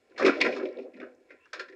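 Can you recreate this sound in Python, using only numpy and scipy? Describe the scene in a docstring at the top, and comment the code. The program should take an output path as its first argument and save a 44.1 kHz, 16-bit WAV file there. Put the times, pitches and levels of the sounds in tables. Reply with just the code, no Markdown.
"""Quiet outdoor air is heard first; then a timber and sheet-metal roof is pulled down at some distance.
Debris tumbles in a dense clatter: random impulses excite resonances of timber, sheet and grit.
Beams thud as decaying modes; boards and sheets knock and splinters tick as filtered noise bursts.
An open porch adds a short echo, and a rising tone squeaks as a sheet edge rubs."""
import sys
import numpy as np
from scipy import signal
from scipy.fft import rfft, irfft
from scipy.io import wavfile
from scipy.ndimage import uniform_filter1d

SR = 44100
rng = np.random.default_rng(int(sys.argv[2]) if len(sys.argv) > 2 else 0)


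def ratio_of_db(decibels):
    """Turn decibels (scalar or array-like) into linear amplitude factors; 0 dB maps to 1."""
    return 10 ** (np.asarray(decibels, float) / 20)


def persist_wave(psi):
    """Save psi, clipped to +-1, as 16-bit WAV."""
    counts = np.round(np.clip(psi, -1, 1) * 32767).astype(np.int16)
    wavfile.write(sys.argv[1], SR, np.atleast_2d(counts).T)


N = 77175

# Spectrum of the outdoor air. Each row: frequency in Hz, relative spectral level in dB.
AIR_SPECTRUM = [(15, -18), (25, -11), (43, -17), (100, -4.5), (158, -12.5), (278, -4.5), (491, 2),
                (806, -21), (1840, -9.5), (2620, -16.5), (3100, -26.5), (5000, -27), (7080, -21.5),
                (9200, -28.5), (15400, -40.5)]
# Low resonances of the shaken ground. Each row: frequency in Hz, level in dB above the timber rumble.
GROUND_RESONANCES = [(40, -64), (70, -45), (115, -35.5)]
# A rubbing sheet edge. 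The row: start in seconds, length in seconds, frequency at the start in Hz,
# rise in Hz per second, level in dB.
EDGE_SQUEAK = (1.398, .072, 2620, 1300, -64)
# Spectral dips of the ground echo. Each row: frequency in Hz, width in Hz, depth from 0 to 1.
GROUND_DIPS = [(796, 160, 0.36), (3105, 430, 0.52)]
# Modes of the timber. Each row: frequency in Hz, relative level in dB, t60 in seconds.
TIMBER_MODES = [(199, -5, 0.24), (250, -6, 0.36), (282.4, -11.5, 0.35), (342.8, 6.5, 0.051),
                (376.8, 0.5, 0.11), (402.7, 4.5, 0.047), (456, -4, 0.089), (495, 5.5, 0.079),
                (534.6, -4.5, 0.12), (603, 0.5, 0.087), (667.5, -4, 0.057), (762, -1, .07)]
# Resonances of sheet metal. Each row: frequency in Hz, nominal width in Hz, relative level in dB.
SHEET_RESONANCES = [(1023.5, 58, 3.5), (1375, 57, 1.5), (1610, 120, -6), (1860, 350, -3.5), (2250, 100, 1),
                    (2562, 460, -6.5)]
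# Resonances of grit. Each row: frequency in Hz, nominal width in Hz, relative level in dB.
GRIT_RESONANCES = [(3240, 990, 0), (4310, 500, -5), (5120, 595, -1), (6840, 670, -14.5), (8200, 330, -16),
                   (9300, 1200, -43), (11900, 3100, -46.5)]
# Splinters and stones. Each row: time in seconds, peak level at the source in dB, pitch in Hz.
SPLINTER_TICKS = [(0.0996, -68.5, 4170), (0.119, -69, 4150), (0.2284, -32.5, 4260), (0.4064, -25, 3510),
                  (0.4117, -23, 3720), (0.416, -13, 3470), (0.4217, -24, 3180), (0.4464, -35, 3400),
                  (0.5674, -65, 4050), (0.6566, -39, 3330), (0.6888, -50.5, 3980), (0.7294, -57, 4980),
                  (0.7731, -45, 3250), (0.7886, -55.5, 3780), (0.829, -64.5, 3940), (0.8444, -61, 3350),
                  (0.967, -58, 3850), (1.0037, -49.5, 3260), (1.1506, -61.5, 6480), (1.2999, -64.5, 3420),
                  (1.329, -68, 3800), (1.4566, -62.5, 5600), (1.5341, -29.5, 5140), (1.6992, -55.5, 4900)]
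# Beam blows. Each row: time in seconds, peak level at the source in dB, pitch in Hz,
# ring time as a share of the modes' t60, push (rise time of the blow) in seconds.
BEAM_THUDS = [(0.109, -48.5, 417, 0.42, 0.0057), (0.193, -25.5, 680, 1, 0.0082),
              (0.22, -19.5, 503, 0.95, 0.0072), (0.245, -14.5, 361, 0.6, 0.0045),
              (0.27, -18, 343, 0.6, 0.013), (0.407, -27, 268, 0.42, 0.0077),
              (0.455, -23, 459, 0.75, 0.0042), (0.474, -28, 619, 0.27, 0.00933),
              (0.493, -21.5, 584, 0.26, 0.00768), (0.529, -34, 253, 0.69, 0.0044),
              (0.569, -29, 396, 1, 0.0025), (0.603, -26, 394, 0.62, 0.007),
              (0.611, -23.5, 407, 0.38, 0.012), (0.633, -22.5, 378, 0.33, 0.0091),
              (0.654, -25.5, 501, 0.88, 0.0082), (0.691, -34.5, 374, 0.54, 0.007),
              (0.709, -38, 396, 0.6, 0.007), (0.767, -33.5, 458, 1, 0.0073), (0.789, -38, 495, 0.52, 0.007),
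              (0.803, -36, 339, 0.54, 0.0099), (0.846, -36, 495, 0.63, 0.01),
              (0.864, -47.5, 560, 0.6, 0.0098), (0.934, -39, 231.4, 1, 0.0042),
              (0.986, -38, 250, 0.45, 0.0074), (1.003, -37, 529, 1, 0.0082),
              (1.027, -36.5, 391, 0.27, 0.0059), (1.061, -41.5, 453, 0.55, 0.007),
              (1.206, -59, 473, 1, 0.0037), (1.306, -49, 570, 0.43, 0.00732),
              (1.324, -55, 495, 0.23, 0.0068), (1.534, -38.5, 660, 0.45, 0.0066),
              (1.56, -45, 418, 0.9, 0.0071), (1.6, -36, 469, 0.68, 0.0045),
              (1.697, -44.5, 400, 0.48, 0.0055), (1.733, -45, 357, 0.97, 0.011)]
# Settling boards and sheets. Each row: time in seconds, peak level at the source in dB, pitch in Hz,
# t60 in seconds, grit level in dB relative to the pitched part, sharpness Q.
BOARD_KNOCKS = [(0.1206, -55.5, 1554, 0.04, -19, 4.2), (0.165, -43.5, 2190, 0.092, -29, 3),
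                (0.18, -29, 1620, 0.24, -6, 1.47), (0.1996, -24, 1294, 0.24, -16.5, 2.9),
                (0.2229, -20.5, 1800, 0.24, -21, 3), (0.2503, -16.5, 2240, 0.24, -10, 3.64),
                (0.2641, -15.5, 1020, 0.066, -3, 1.6), (0.2799, -14.5, 1410, 0.091, -32, 1.4),
                (0.2983, -16.5, 1380, 0.035, -28, 4.6), (0.4032, -29, 2050, 0.24, -12, 2.3),
                (0.4135, -9.5, 2290, 0.066, -17, 2.8), (0.4189, -12.5, 2144, 0.03, -22.5, 4.05),
                (0.4264, -23.5, 2053, 0.027, -9, 7.9), (0.4479, -23, 1900, 0.1, -13.5, 4),
                (0.4633, -20.5, 1787, 0.089, -21, 3.5), (0.526, -29.5, 2430, 0.092, -21, 4.8),
                (0.5645, -31, 1210, 0.078, -8.5, 2.4), (0.598, -33.5, 1404, 0.1, -17, 3),
                (0.6554, -38, 2250, 0.075, -18, 3.1), (0.7871, -45.5, 2380, 0.1, -14.5, 5),
                (0.9364, -56, 1960, 0.07, -5.5, 4), (0.944, -47, 2400, 0.044, -24, 5.8),
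                (0.9716, -49, 1780, 0.08, -16, 6.3), (1.0024, -38.5, 2030, 0.049, -20, 5),
                (1.0174, -37, 1573, 0.027, -26, 2.6), (1.0289, -39, 1490, 0.074, -31, 5.2),
                (1.0494, -50, 1410, 0.063, -23.5, 6.4), (1.295, -54, 2093, 0.1, -17, 5.2),
                (1.3071, -42, 1875, 0.092, -20, 3.5), (1.3197, -45, 1840, 0.054, -24, 3.5),
                (1.4586, -49.5, 1520, 0.07, -19.5, 2.1), (1.5332, -26.5, 1520, 0.14, -8, 1.85),
                (1.5443, -35.5, 1490, 0.11, -7, 6.6), (1.5968, -24.5, 1600, 0.093, -7, 3.8),
                (1.618, -45, 1820, 0.039, 5, 5.9), (1.6859, -45, 1800, 0.071, -17, 12),
                (1.726, -46.5, 1800, 0.063, -18.5, 6.9)]
# Course of the fall. Each row: time in seconds, then the levels at the source in dB of
# timber rumble, sheet clatter and grit.
FALL_LEVELS = [(0.0, -69.5, -79.5, -82), (0.14, -61.5, -70.5, -80), (0.218, -28, -72, -87.5),
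               (0.248, -22, -65, -80.5), (0.292, -22, -56, -54), (0.326, -34.5, -48, -59),
               (0.35, -37, -39.5, -55.5), (0.394, -32.5, -53, -56), (0.414, -30, -51, -58),
               (0.438, -31.5, -49, -53), (0.466, -27, -32.5, -49), (0.516, -33, -63, -52.5),
               (0.588, -38, -46, -54), (0.608, -35, -47, -81), (0.632, -39, -49, -61),
               (0.658, -39, -64, -63), (0.74, -53, -57, -77.5), (0.798, -39, -64.5, -73.5),
               (0.828, -54, -71, -68.5), (0.866, -43, -74.5, -82), (0.926, -61.5, -74, -87.5),
               (1.018, -43.5, -62, -77), (1.168, -62, -80.5, -86.5), (1.286, -67.5, -72.5, -81.5),
               (1.324, -52.5, -73, -81), (1.402, -73, -69.5, -86), (1.524, -78.5, -75, -77.5),
               (1.534, -62, -64.5, -83.5), (1.618, -52, -56.5, -74), (1.662, -65.5, -67, -83),
               (1.75, -61.5, -75, -78)]


def unit(x):
    """Normalisation: a signal divided by its root mean square has rms 1."""
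    return x / np.sqrt(np.mean(x ** 2))


def band(x, hz, width):
    """Second-order resonance: the gain is 1 at the centre and falls off on both sides."""
    return signal.lfilter(*signal.iirpeak(hz, hz / width, fs=SR), x)


def steep(x, peaks):
    """Cascaded resonance: passing each peak twice steepens its skirts and keeps the valleys dark."""
    total = 0
    for k, (hz, width, db) in enumerate(peaks):
        once = band(x, hz, 1.28 * width)
        twice = band(once, hz, 1.28 * width)
        total = total + (-1) ** k * ratio_of_db(db) * twice  # neighbours alternate in sign
    return unit(total)


def decay(t, t60):
    """Exponential damping: the amplitude falls by 60 dB in each t60."""
    return np.exp(-np.log(1000) * t / t60)


def ring(x, hz, t60):
    """Damped mode: a complex pole turns each impulse into a decaying sinusoid."""
    pole = np.exp(2j * np.pi * hz / SR) * decay(1 / SR, t60)
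    return signal.lfilter([1], [1, -pole], x).imag


def grains(rate):
    """Random collisions: impulses at a mean rate per second, a few of them much larger."""
    struck = rng.random(N) < rate / SR
    spread_db = 4.5 * rng.exponential(size=N).clip(0, 3)
    return struck * rng.standard_normal(N) * ratio_of_db(spread_db)


def drive(column):
    """Time-varying excitation: one level column of the fall, interpolated in dB, becomes a gain."""
    table = np.array(FALL_LEVELS)
    return ratio_of_db(np.interp(np.arange(N) / SR, table[:, 0], table[:, column]))


def field():
    """Stationary ambience: noise shaped in the frequency domain gives the quiet outdoor air."""
    level_db = -73.5  # rms
    hz, db = np.array(AIR_SPECTRUM).T
    f = np.arange(N // 2 + 1) * SR / N + 1  # 1 Hz up, to keep the logarithm finite
    shape = ratio_of_db(np.interp(np.log(f), np.log(hz), db))
    air = irfft(rfft(rng.standard_normal(N)) * shape, N)
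    return ratio_of_db(level_db) * unit(air)


def shake():
    """Ground vibration: low resonant noise follows the level of the timber rumble."""
    bass = 0
    for hz, db in GROUND_RESONANCES:
        bass = bass + ratio_of_db(db) * steep(rng.standard_normal(N), [(hz, hz / 2.9, 0)])
    return drive(column=1) * bass


def squeak():
    """Frictional tone: a thin sinusoid rises while its frequency and level waver at random."""
    start, length, hz, rise, db = EDGE_SQUEAK
    u = np.arange(N) / SR - start
    wobble = unit(uniform_filter1d(rng.standard_normal((2, N)), size=120))
    frequency = hz + rise * u + 70 * wobble[0]
    tone = np.sin(2 * np.pi * np.cumsum(frequency) / SR) * ratio_of_db(3.3 * wobble[1])
    fade = np.clip(5 * np.minimum(u, length - u) / length, 0, 1)  # a fifth of the length at each end
    return ratio_of_db(db) * tone * fade


def porch(x):
    """Reverberation: convolution with a decaying, dull noise tail gives the brick porch's short echo."""
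    t60_s, echo_db, top_hz, delay_s = 0.23, -13.5, 2550, 0.008
    t = np.arange(SR // 2) / SR
    tail = rng.standard_normal(len(t)) * decay(t, t60_s) * (t > delay_s)
    tail = signal.lfilter(*signal.butter(1, top_hz, fs=SR), tail)
    tail = tail / np.sqrt(np.sum(tail ** 2))  # unit energy
    return ratio_of_db(echo_db) * signal.fftconvolve(x, tail)[:N]


def ticks():
    """Brief impacts: broadly resonant noise with a very fast rise and decay clicks dryly."""
    rise_s, t60_s, q = 0.00053, 0.01, 4.5
    out, t = np.zeros(N + SR), np.arange(SR // 20) / SR
    envelope = (1 - np.exp(-t / rise_s)) * decay(t, t60_s)
    for time, db, hz in SPLINTER_TICKS:
        tick = envelope * steep(rng.standard_normal(len(t)), [(hz, hz / q, 0)])
        first = int((time - 0.001) * SR)
        out[first:][:len(t)] += ratio_of_db(db) * tick / np.abs(tick).max()
    return out[:N]


def thuds():
    """Modal excitation: a soft blow rings the timber modes that lie near its pitch."""
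    focus_oct = 0.36  # spread of the excited modes around the pitch
    out, t = np.zeros(N + SR), np.arange(SR // 3) / SR
    for time, db, pitch, ringing, push in BEAM_THUDS:
        tone = np.zeros(len(t))
        for hz, mode_db, t60 in TIMBER_MODES:
            nearness = np.exp(-(np.log2(hz / pitch) / focus_oct) ** 2)
            wave = np.sin(2 * np.pi * hz * t + rng.uniform(0, 2 * np.pi))
            tone += ratio_of_db(mode_db) * nearness * decay(t, t60 * ringing) * wave
        tone = tone * (1 - np.exp(-(t / push) ** 2))
        first = int((time + 0.004 - push) * SR)  # a slower push begins earlier
        out[first:][:len(t)] += ratio_of_db(db) * tone / np.abs(tone).max()
    return out[:N]


def knocks():
    """Resonant bursts: damped noise takes a pitch of its own, the sheet's ring and a spray of grit."""
    rise_s, sheet_db = 0.003, -9
    out, t = np.zeros(N + SR), np.arange(SR // 3) / SR
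    for time, db, hz, t60, grit_db, q in BOARD_KNOCKS:
        rattle, spray = rng.standard_normal((2, len(t)))
        tone = steep(rattle, [(hz, hz / q, 0)])
        tone = tone + ratio_of_db(sheet_db) * steep(rattle, SHEET_RESONANCES)
        tone = tone + ratio_of_db(grit_db) * steep(spray, GRIT_RESONANCES)
        burst = (1 - np.exp(-(t / rise_s) ** 2)) * decay(t, t60) * tone
        first = int((time - 0.004) * SR)
        out[first:][:len(t)] += ratio_of_db(db) * burst / np.abs(burst).max()
    return out[:N]


def tumble():
    """Stochastic excitation: many small collisions ring timber, sheet and grit as the fall drives them."""
    hit_rate = 900  # collisions per second
    hits = grains(hit_rate)  # shared by sheet and grit
    wood = unit(sum(ratio_of_db(db) * ring(grains(hit_rate), hz, t60) for hz, db, t60 in TIMBER_MODES))
    sheet = steep(hits + grains(3000), SHEET_RESONANCES)
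    grit = steep(hits + grains(8200), GRIT_RESONANCES)
    return wood * drive(column=1) + sheet * drive(column=2) + grit * drive(column=3)


def scene():
    """Superposition: the band-limited, ground-dipped fall adds to the shake, the squeak and the field."""
    phone_low_hz, phone_top_hz = 167.3, 6880
    blows = thuds() + knocks() + ticks()
    fall = blows + porch(blows) + tumble()
    low_cut = signal.cheby2(6, 40, phone_low_hz, "high", fs=SR, output="sos")
    high_cut = signal.butter(3, phone_top_hz, fs=SR, output="sos")
    fall = signal.sosfilt(high_cut, signal.sosfilt(low_cut, fall))
    for hz, width, depth in GROUND_DIPS:
        fall = fall - depth * band(fall, hz, width)
    return (fall + shake() + squeak() + field())[None]  # one channel


def top_cut(x):
    """Nothing passes above the cut-off."""
    return signal.sosfilt(signal.butter(12, 15480, fs=SR, output="sos"), x)


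def record(dry):
    """Capture: the finished mix passes through the phone."""
    return top_cut(dry)


dry = scene()
out = record(dry)
persist_wave(out)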